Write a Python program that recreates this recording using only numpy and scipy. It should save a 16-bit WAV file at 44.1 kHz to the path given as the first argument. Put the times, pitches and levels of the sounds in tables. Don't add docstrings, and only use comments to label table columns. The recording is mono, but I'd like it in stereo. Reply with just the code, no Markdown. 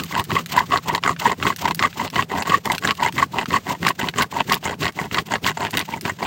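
import sys
import numpy as np
from scipy import signal
from scipy.fft import rfft, irfft, next_fast_len
from scipy.io import wavfile
from scipy.ndimage import uniform_filter1d

SR = 44100
rng = np.random.default_rng(int(sys.argv[2]) if len(sys.argv) > 2 else 0)


def bounce(signal):
    frames = np.transpose(np.atleast_2d(signal))
    limited = np.clip(frames, -1, 1)
    pcm = np.round(limited * 32767).astype(np.int16)
    wavfile.write(sys.argv[1], SR, pcm)


N = 276066
TIME = np.arange(N) / SR


def amp(db):
    return 10 ** (np.asarray(db) / 20)


def unit_rms(x):
    return x / np.sqrt(np.mean(x ** 2) + 1e-20)


def shaped_noise(spectrum, coherence=1.0):
    own, right = rng.standard_normal(size=(2, N))
    left = coherence * own + np.sqrt(1 - coherence ** 2) * right
    hz, db = np.transpose(spectrum)
    size = next_fast_len(N)
    gain = amp(np.interp(np.log(np.fft.rfftfreq(size, 1 / SR) + 1), np.log(hz), db))
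    return unit_rms(irfft(rfft([left, own], size) * gain, size)[:, :N])


def flutter(ms, depth_db):
    size = round(ms * SR / 1000)
    return amp(depth_db * unit_rms(uniform_filter1d(uniform_filter1d(rng.standard_normal(N), size), size)))


def mode(force, hz, width_hz, db, left_lead, left_db):
    radius = np.exp(-np.pi * width_hz / np.sqrt(np.sqrt(2) - 1) / SR)
    if np.ndim(hz):
        carrier = np.exp(2j * np.pi * np.cumsum(hz) / SR)
        response = carrier * signal.lfilter([1], [1, -2 * radius, radius ** 2], force / carrier)
    else:
        pole = radius * np.exp(2j * np.pi * hz / SR)
        response = signal.lfilter([1], [1, -2 * pole, pole ** 2], force)
    response *= np.sqrt((1 - radius ** 2) ** 3 / (1 + radius ** 2))
    sides = [[np.exp(1j * left_lead) * amp(left_db / 2)], [amp(-left_db / 2)]]
    return amp(db) * (response * sides).imag


def add(mix, s, sound):
    part = mix[..., max(round(s * SR), 0):][..., :sound.shape[-1]]
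    part += sound[..., :part.shape[-1]]


# f/Hz, level/dB
AIR_SPECTRUM = [(25, -26), (45, -39), (80, 1), (170, 7), (300, -16.5), (700, -12), (2000, -26),
                (16000, -32)]
def air():
    return amp(-44) * flutter(150, 1.3) * shaped_noise(AIR_SPECTRUM, coherence=0.6)


def hum():
    fade = amp(-1.5 * TIME)
    return fade * mode(rng.standard_normal(N), hz=168.8, width_hz=10, db=-39.5, left_lead=0, left_db=-3.6)


# start t/s, end t/s, level/dB
STROKES = [(-0.05, 0.049, -37), (0.111, 0.223, -25), (0.299, 0.414, -27.5), (0.512, 0.644, -28.5),
           (0.7, 0.788, -22), (0.857, 0.986, -25.5), (1.033, 1.13, -22), (1.209, 1.337, -24),
           (1.401, 1.532, -26), (1.601, 1.719, -23.5), (1.798, 1.879, -22.5), (1.961, 2.081, -29.5),
           (2.133, 2.234, -25.5), (2.301, 2.435, -23.5), (2.453, 2.585, -27), (2.646, 2.761, -23),
           (2.827, 2.926, -22.5), (2.984, 3.096, -25.5), (3.168, 3.244, -23), (3.339, 3.432, -24.5),
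           (3.504, 3.588, -21.5), (3.658, 3.758, -26.5), (3.83, 3.916, -22.5), (3.989, 4.096, -27),
           (4.161, 4.244, -22), (4.328, 4.419, -25.5), (4.483, 4.569, -25.5), (4.631, 4.745, -25.5),
           (4.814, 4.898, -23), (4.965, 5.069, -30.5), (5.132, 5.207, -23), (5.281, 5.384, -26.5),
           (5.441, 5.518, -26.5), (5.573, 5.694, -25.5), (5.732, 5.827, -23.5), (5.877, 5.981, -33.5),
           (6.051, 6.113, -24.5), (6.189, 6.287, -30)]
FIRST_TURN_S, LAST_TURN_S = -0.077, 6.33
def bow_turns():
    start, end, _ = np.transpose(STROKES)
    pause = np.maximum(start[1:] - end[:-1], 0)
    turn_share = np.resize((0.41, 0.49), len(start))[1:]
    return np.append(FIRST_TURN_S, end[:-1] + turn_share * pause), np.append(0, pause)


def bow_motion():
    turn = np.append(bow_turns()[0], LAST_TURN_S)
    place = np.interp(TIME, turn, np.arange(len(turn)))
    return place.astype(int), place % 1


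def drift(rule):
    first, per_s = np.array(rule)[:, np.arange(len(STROKES)) % 2]
    return first + per_s * np.transpose(STROKES)[0]


def bite(stroke, progress):
    start, end, db = np.transpose(STROKES)[:, stroke]
    edge = np.clip(np.minimum((TIME - start) / 0.0094 + 0.98, (end - TIME) / 0.0039 + 0.62), 0, 1)
    swell = 0.49 + 0.51 * np.sin(np.pi * np.clip((TIME - start) / (end - start), 0, 1))
    return amp(db) * edge ** 2 * swell + amp(-45) * np.sin(np.pi * progress) ** 2


# f/Hz, level/dB
HISS_SPECTRUM = [(300, -29), (1000, -5.5), (3000, 0.5), (5500, -3.5), (7200, -0.5), (11000, -9.5),
                 (13200, 0), (15500, -5)]
# push level/dB, pull level/dB
HISS_DRIFT = [(-32, -31.5), (-0.04, -0.77)]
def hiss(stroke, progress):
    turn, pause = bow_turns()
    still_s = np.resize((0.8, 0.32), len(pause)) * pause
    start = turn + still_s / 2
    end = np.append(turn[1:] - still_s[1:] / 2, LAST_TURN_S)
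    since, until = TIME - start[stroke], end[stroke] - TIME
    edge = np.clip(np.minimum(since / 0.046 + 0.46, until / 0.051 + 0.074), 0, 1)
    spin = edge * (0.57 + 0.22 * np.sin(np.pi * progress))
    floor_db = np.interp(TIME, turn, -40.5 - 140 * pause)
    level = np.hypot(amp(drift(HISS_DRIFT)[stroke]) * spin, amp(floor_db))
    return amp([[-3.3], [-4.4]]) * level * flutter(14, 7.8) * shaped_noise(HISS_SPECTRUM)


# f/Hz, level/dB
RUMBLE_SPECTRUM = [(25, -65), (45, -53), (80, 0), (130, 1), (170, 4.5), (230, 0), (400, -3), (700, -23)]
# push level/dB, pull level/dB
RUMBLE_DRIFT = [(-30.5, -30.5), (-0.1246, 0.1)]
def rumble(stroke, progress):
    tilt_db = np.where(stroke % 2, 11, -6.5) * (progress - 0.7538)
    level = amp(drift(RUMBLE_DRIFT)[stroke] + tilt_db) * np.sin(np.pi * progress) ** 1.35
    level = uniform_filter1d(level, size=300)
    return amp([[0.1], [2.7]]) * level * flutter(9.3, 3.2) * shaped_noise(RUMBLE_SPECTRUM)


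# f/Hz, bandwidth/Hz, level/dB, left phase lead/rad, left over right/dB
WOOD_MODES = [(280, 82, -10.5, -0.3, -5.6), (454, 109, -8.5, -0.94, -4.1), (832, 295, -6.5, -0.6, 2),
              (1619, 402, -3.5, -0.2, 0.5), (1980, 250, -1.5, -0.97, -7), (2720, 954, -2.5, 0.07, -4),
              (3980, 1400, -11, 0.16, -3.5), (6960, 1200, -12.5, 0.6, -1.5)]
# push f/Hz, pull f/Hz
RING_PITCH_DRIFT = [(1095, 972.5), (-9.5, -11.5)]
# push level/dB, pull level/dB
RING_LEVEL_DRIFT = [(1.6, 1.33), (-0.45, -0.53)]
# push level/dB, pull level/dB
RASP_DRIFT = [(-1.54, -2.3), (0.65, -0.074)]
RING_LEAD_RAD = 0.27
def chatter(stroke, progress):
    slips_per_s = 1300
    size = np.minimum(rng.exponential(size=N), 3.4) * rng.choice([-1., 1.], size=N)
    slips = size * (rng.random(N) < slips_per_s / SR) * flutter(2.8, 5.4)
    grip = (1 + 0.87 * rng.standard_normal(size=(2, N))) * bite(stroke, progress)
    ring_hz = uniform_filter1d(drift(RING_PITCH_DRIFT)[stroke], size=800) * flutter(7, 0.38)
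    ring_hz *= 0.99 + 0.057 * np.sin(np.pi * progress)
    grind = grinding()
    low_drive = grip * unit_rms(np.sign(slips) * abs(slips) ** 0.56)
    high_drive = (grip * unit_rms(slips) + grind) * amp(drift(RASP_DRIFT)[stroke])
    share = flutter(8.6, 3.98)
    wood = np.zeros((2, N))
    for k, (hz, *settings) in enumerate(WOOD_MODES):
        drive = high_drive if hz > ring_hz.mean() else low_drive
        own_share = np.roll(share, k * N // len(WOOD_MODES))
        wood += mode(drive * own_share, hz, *settings)
    ring_drive = (low_drive + 0.51 * grind) * amp(drift(RING_LEVEL_DRIFT)[stroke]) * flutter(7.6, 2.63)
    ring = mode(ring_drive, ring_hz, width_hz=204, db=1.9, left_lead=RING_LEAD_RAD, left_db=-0.2)
    return amp(-1.46) * (ring + wood)


def burst(t, rise_s, fall_s):
    shape = (1 - np.exp(-t / rise_s)) * np.exp(-t / fall_s)
    return shape / shape.max()


# t/s, crack level/dB, snap level/dB
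TICKS = [(0.0367, -25, -14.5), (0.1967, -17.5, -14), (0.2408, -36, -19.5), (0.3062, -17, -54),
         (0.461, -26, -17), (0.5672, -24, -14), (0.592, -15.5, -20), (0.9496, -12, -17.5),
         (1.0367, -10.5, -32), (1.1642, -28.5, -58), (1.2548, -21, -30), (1.4269, -13.5, -45),
         (1.5626, -27.5, -16), (1.655, -14.5, -25), (1.6811, -19, -28), (1.71, -16.5, -24),
         (1.748, -25.5, -10.5), (1.7933, -12, -29), (1.8259, -9.5, -29), (1.929, -32, -44),
         (2.1015, -28, -24), (2.1599, -15, -30), (2.4235, -16.5, -18), (2.656, -21, -13.5),
         (2.7192, -16.5, -9.5), (2.75, -20.5, -19), (2.7814, -18, -17), (2.8747, -11.5, -22),
         (2.9083, -11, -21), (2.9521, -34, -29), (3.1248, -28, -22.5), (3.1808, -16, -43),
         (3.2321, -16, -52), (3.4122, -19, -56), (3.458, -19.5, -30), (3.869, -10.5, -16),
         (3.8878, -13.5, -8.5), (4.0868, -13, -25), (4.1387, -23.5, -58), (4.2221, -11.5, -7),
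         (4.4981, -15, -23), (4.5228, -14, -6.5), (4.543, -14, -8), (4.83, -21, -34), (4.8548, -14, -29),
         (4.8803, -18, -36), (4.923, -42, -33), (5.1128, -22.5, -48), (5.145, -12.5, -25),
         (5.1856, -11.5, -31), (5.3254, -19, -36), (5.3561, -12.5, -44), (5.4656, -9, -30),
         (5.4963, -14, -46), (5.668, -19, -40), (5.7085, -28.5, -16.5), (5.7719, -10, -6.5),
         (5.793, -15, -10.5), (5.812, -19, -26), (6.0113, -28.5, -17), (6.0532, -17, -32)]
def ticks():
    out, t = np.zeros((2, N)), np.arange(SR // 100) / SR
    treble = signal.butter(2, 6500, "high", fs=SR, output="sos")
    for s, crack_db, snap_db in TICKS:
        wood_noise, snap_noise, left_noise = rng.standard_normal(size=(3, len(t)))
        hz = 3140 + 41 * (snap_db - crack_db)
        band = signal.butter(2, [0.46 * hz, 1.46 * hz], "band", fs=SR, output="sos")
        wood = unit_rms(signal.sosfilt(band, [1.14 * wood_noise + 0.4 * left_noise, wood_noise]))
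        crack = amp(crack_db) * wood * amp([[-2.2], [2.1]]) * burst(t, 0.00058, 0.0021)
        snap = amp(snap_db) * unit_rms(signal.sosfilt(treble, snap_noise)) * burst(t, 0.00042, 0.0012)
        add(out, s - 0.0007, crack + snap)
    return out


# centre t/s, peak level/dB, duration/ms
CATCHES = [(0.1645, -12, 3.7), (0.1807, -14, 8.1), (0.1988, -11, 3.8), (0.3686, -7.5, 7.7),
           (0.5795, -1.5, 6.2), (0.6072, -9, 3.8), (0.7232, -9, 3.2), (0.736, -11, 11), (0.76, -8.5, 1.2),
           (0.899, -12.5, 7.8), (0.9521, -10, 3.1), (1.0771, -6, 1.1), (1.0956, -8.5, 3.7),
           (1.2573, -7, 4.9), (1.268, -7, 4.9), (1.317, -11.5, 4.1), (1.4547, -10, 3.2),
           (1.4787, -14.5, 8.5), (1.5045, -9, 4.5), (1.657, -7.5, 5.1), (1.6825, -14, 3.4),
           (1.7117, -12, 4.4), (1.8268, -8, 3), (1.8512, -7, 8.9), (2.0003, -13.5, 4.8), (2.195, -6.5, 5.1),
           (2.3871, -18, 6.1), (2.5229, -4.5, 4.5), (2.5454, -3, 8.6), (2.708, -8.5, 4.4), (2.8937, -11, 2),
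           (2.9098, -13, 6.9), (3.0274, -6.5, 5.3), (3.052, -13, 7.3), (3.1871, -12, 3.0),
           (3.2066, -15, 2.9), (3.2289, -3, 4.8), (3.396, -18, 2.8), (3.5424, -6, 5.6), (3.5632, -10, 9.3),
           (3.7086, -14, 6.1), (3.8671, -4.5, 2.2), (3.9075, -12.5, 5.2), (4.203, -13, 6.0),
           (4.2116, -8, 2.9), (4.2264, -11.5, 3), (4.3691, -13, 5.2), (4.5197, -5.5, 2.7),
           (4.9909, -12.5, 2.5), (5.1848, -15, 5.0), (5.487, -12.5, 2.6), (5.6435, -15.5, 4.2),
           (5.9391, -16, 5.3), (6.0996, -18, 5.6), (6.2282, -8.5, 1.9)]
# push f/Hz, pull f/Hz
OVERTONE_PITCH_DRIFT = [(2010, 1863), (-20, 70)]
# push level/dB, pull level/dB
OVERTONE_LEVEL_DRIFT = [(-7.5, -8.5), (0.9, -0.1)]
def catches(stroke):
    out, t = np.zeros((2, N)), np.arange(-SR // 100, SR // 100) / SR
    left = np.array([[1], [0]])
    for s, db, ms in CATCHES:
        phase, lead, delay, over_detune, over_lead, detune, over_level = rng.standard_normal(7)
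        k = stroke[round(s * SR)]
        hz = drift(RING_PITCH_DRIFT)[k] * (1.019 + 0.025 * detune)
        ring_phase = 2 * np.pi * (hz * t + phase) + (RING_LEAD_RAD + 0.63 * lead) * left
        ring = np.exp(-(t * 1000 / ms) ** 2 / 0.32) * np.sin(ring_phase)
        over_hz = drift(OVERTONE_PITCH_DRIFT)[k] * (1 + 0.054 * over_detune)
        over_db = drift(OVERTONE_LEVEL_DRIFT)[k] + 2.5 * over_level
        over_t = t - 0.001177 * delay
        over_phase = 2 * np.pi * over_hz * over_t + 0.54 * over_lead * left
        overtone = amp(over_db) * np.exp(-(over_t / 0.0019) ** 2) * np.sin(over_phase)
        add(out, s + t[0], amp(db) * (ring + overtone) * amp([[-1.2], [1.2]]))
    return out


def grinding():
    envelope, t = np.zeros(N), np.arange(-SR // 50, SR // 50) / SR
    for s, db, ms in CATCHES:
        add(envelope, s + t[0], amp(db - 13.5) * np.exp(-(t * 1000 / (1.5 * ms)) ** 2))
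    return envelope * rng.standard_normal(N)


# left delay/ms, left level/dB, right delay/ms, right level/dB
ECHOES = [(1.3, -18.5, 1.856, -21.5), (3.1, -24, 4.3, -25.5), (7.2, -25.5, 5.4, -10.5),
          (11.5, -34, 10, -11.5)]
def reflections(direct):
    taps = np.zeros((2, SR // 20))
    taps[:, 0] = 1
    for left_ms, left_db, right_ms, right_db in ECHOES:
        taps[0, round(left_ms * SR / 1000)] += amp(left_db)
        taps[1, round(right_ms * SR / 1000)] += amp(right_db)
    return signal.oaconvolve(direct, taps, axes=1)[:, :N]


def scene():
    stroke, progress = bow_motion()
    wood = reflections(chatter(stroke, progress) + catches(stroke) + ticks())
    return wood + hiss(stroke, progress) + rumble(stroke, progress) + air() + hum()


def record(dry):
    lag_samples, ceiling = 2, 1.27
    spaced = np.array([np.roll(dry[0], lag_samples), dry[1]])
    thin = signal.sosfilt(signal.butter(5, 50, "high", fs=SR, output="sos"), spaced)
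    rounded = ceiling * np.tanh(thin / ceiling)
    lowpass = signal.firwin(511, 16000, window=("kaiser", 9), fs=SR)
    return signal.oaconvolve(rounded, lowpass[None], "same")


dry = scene()
out = record(dry)
bounce(out)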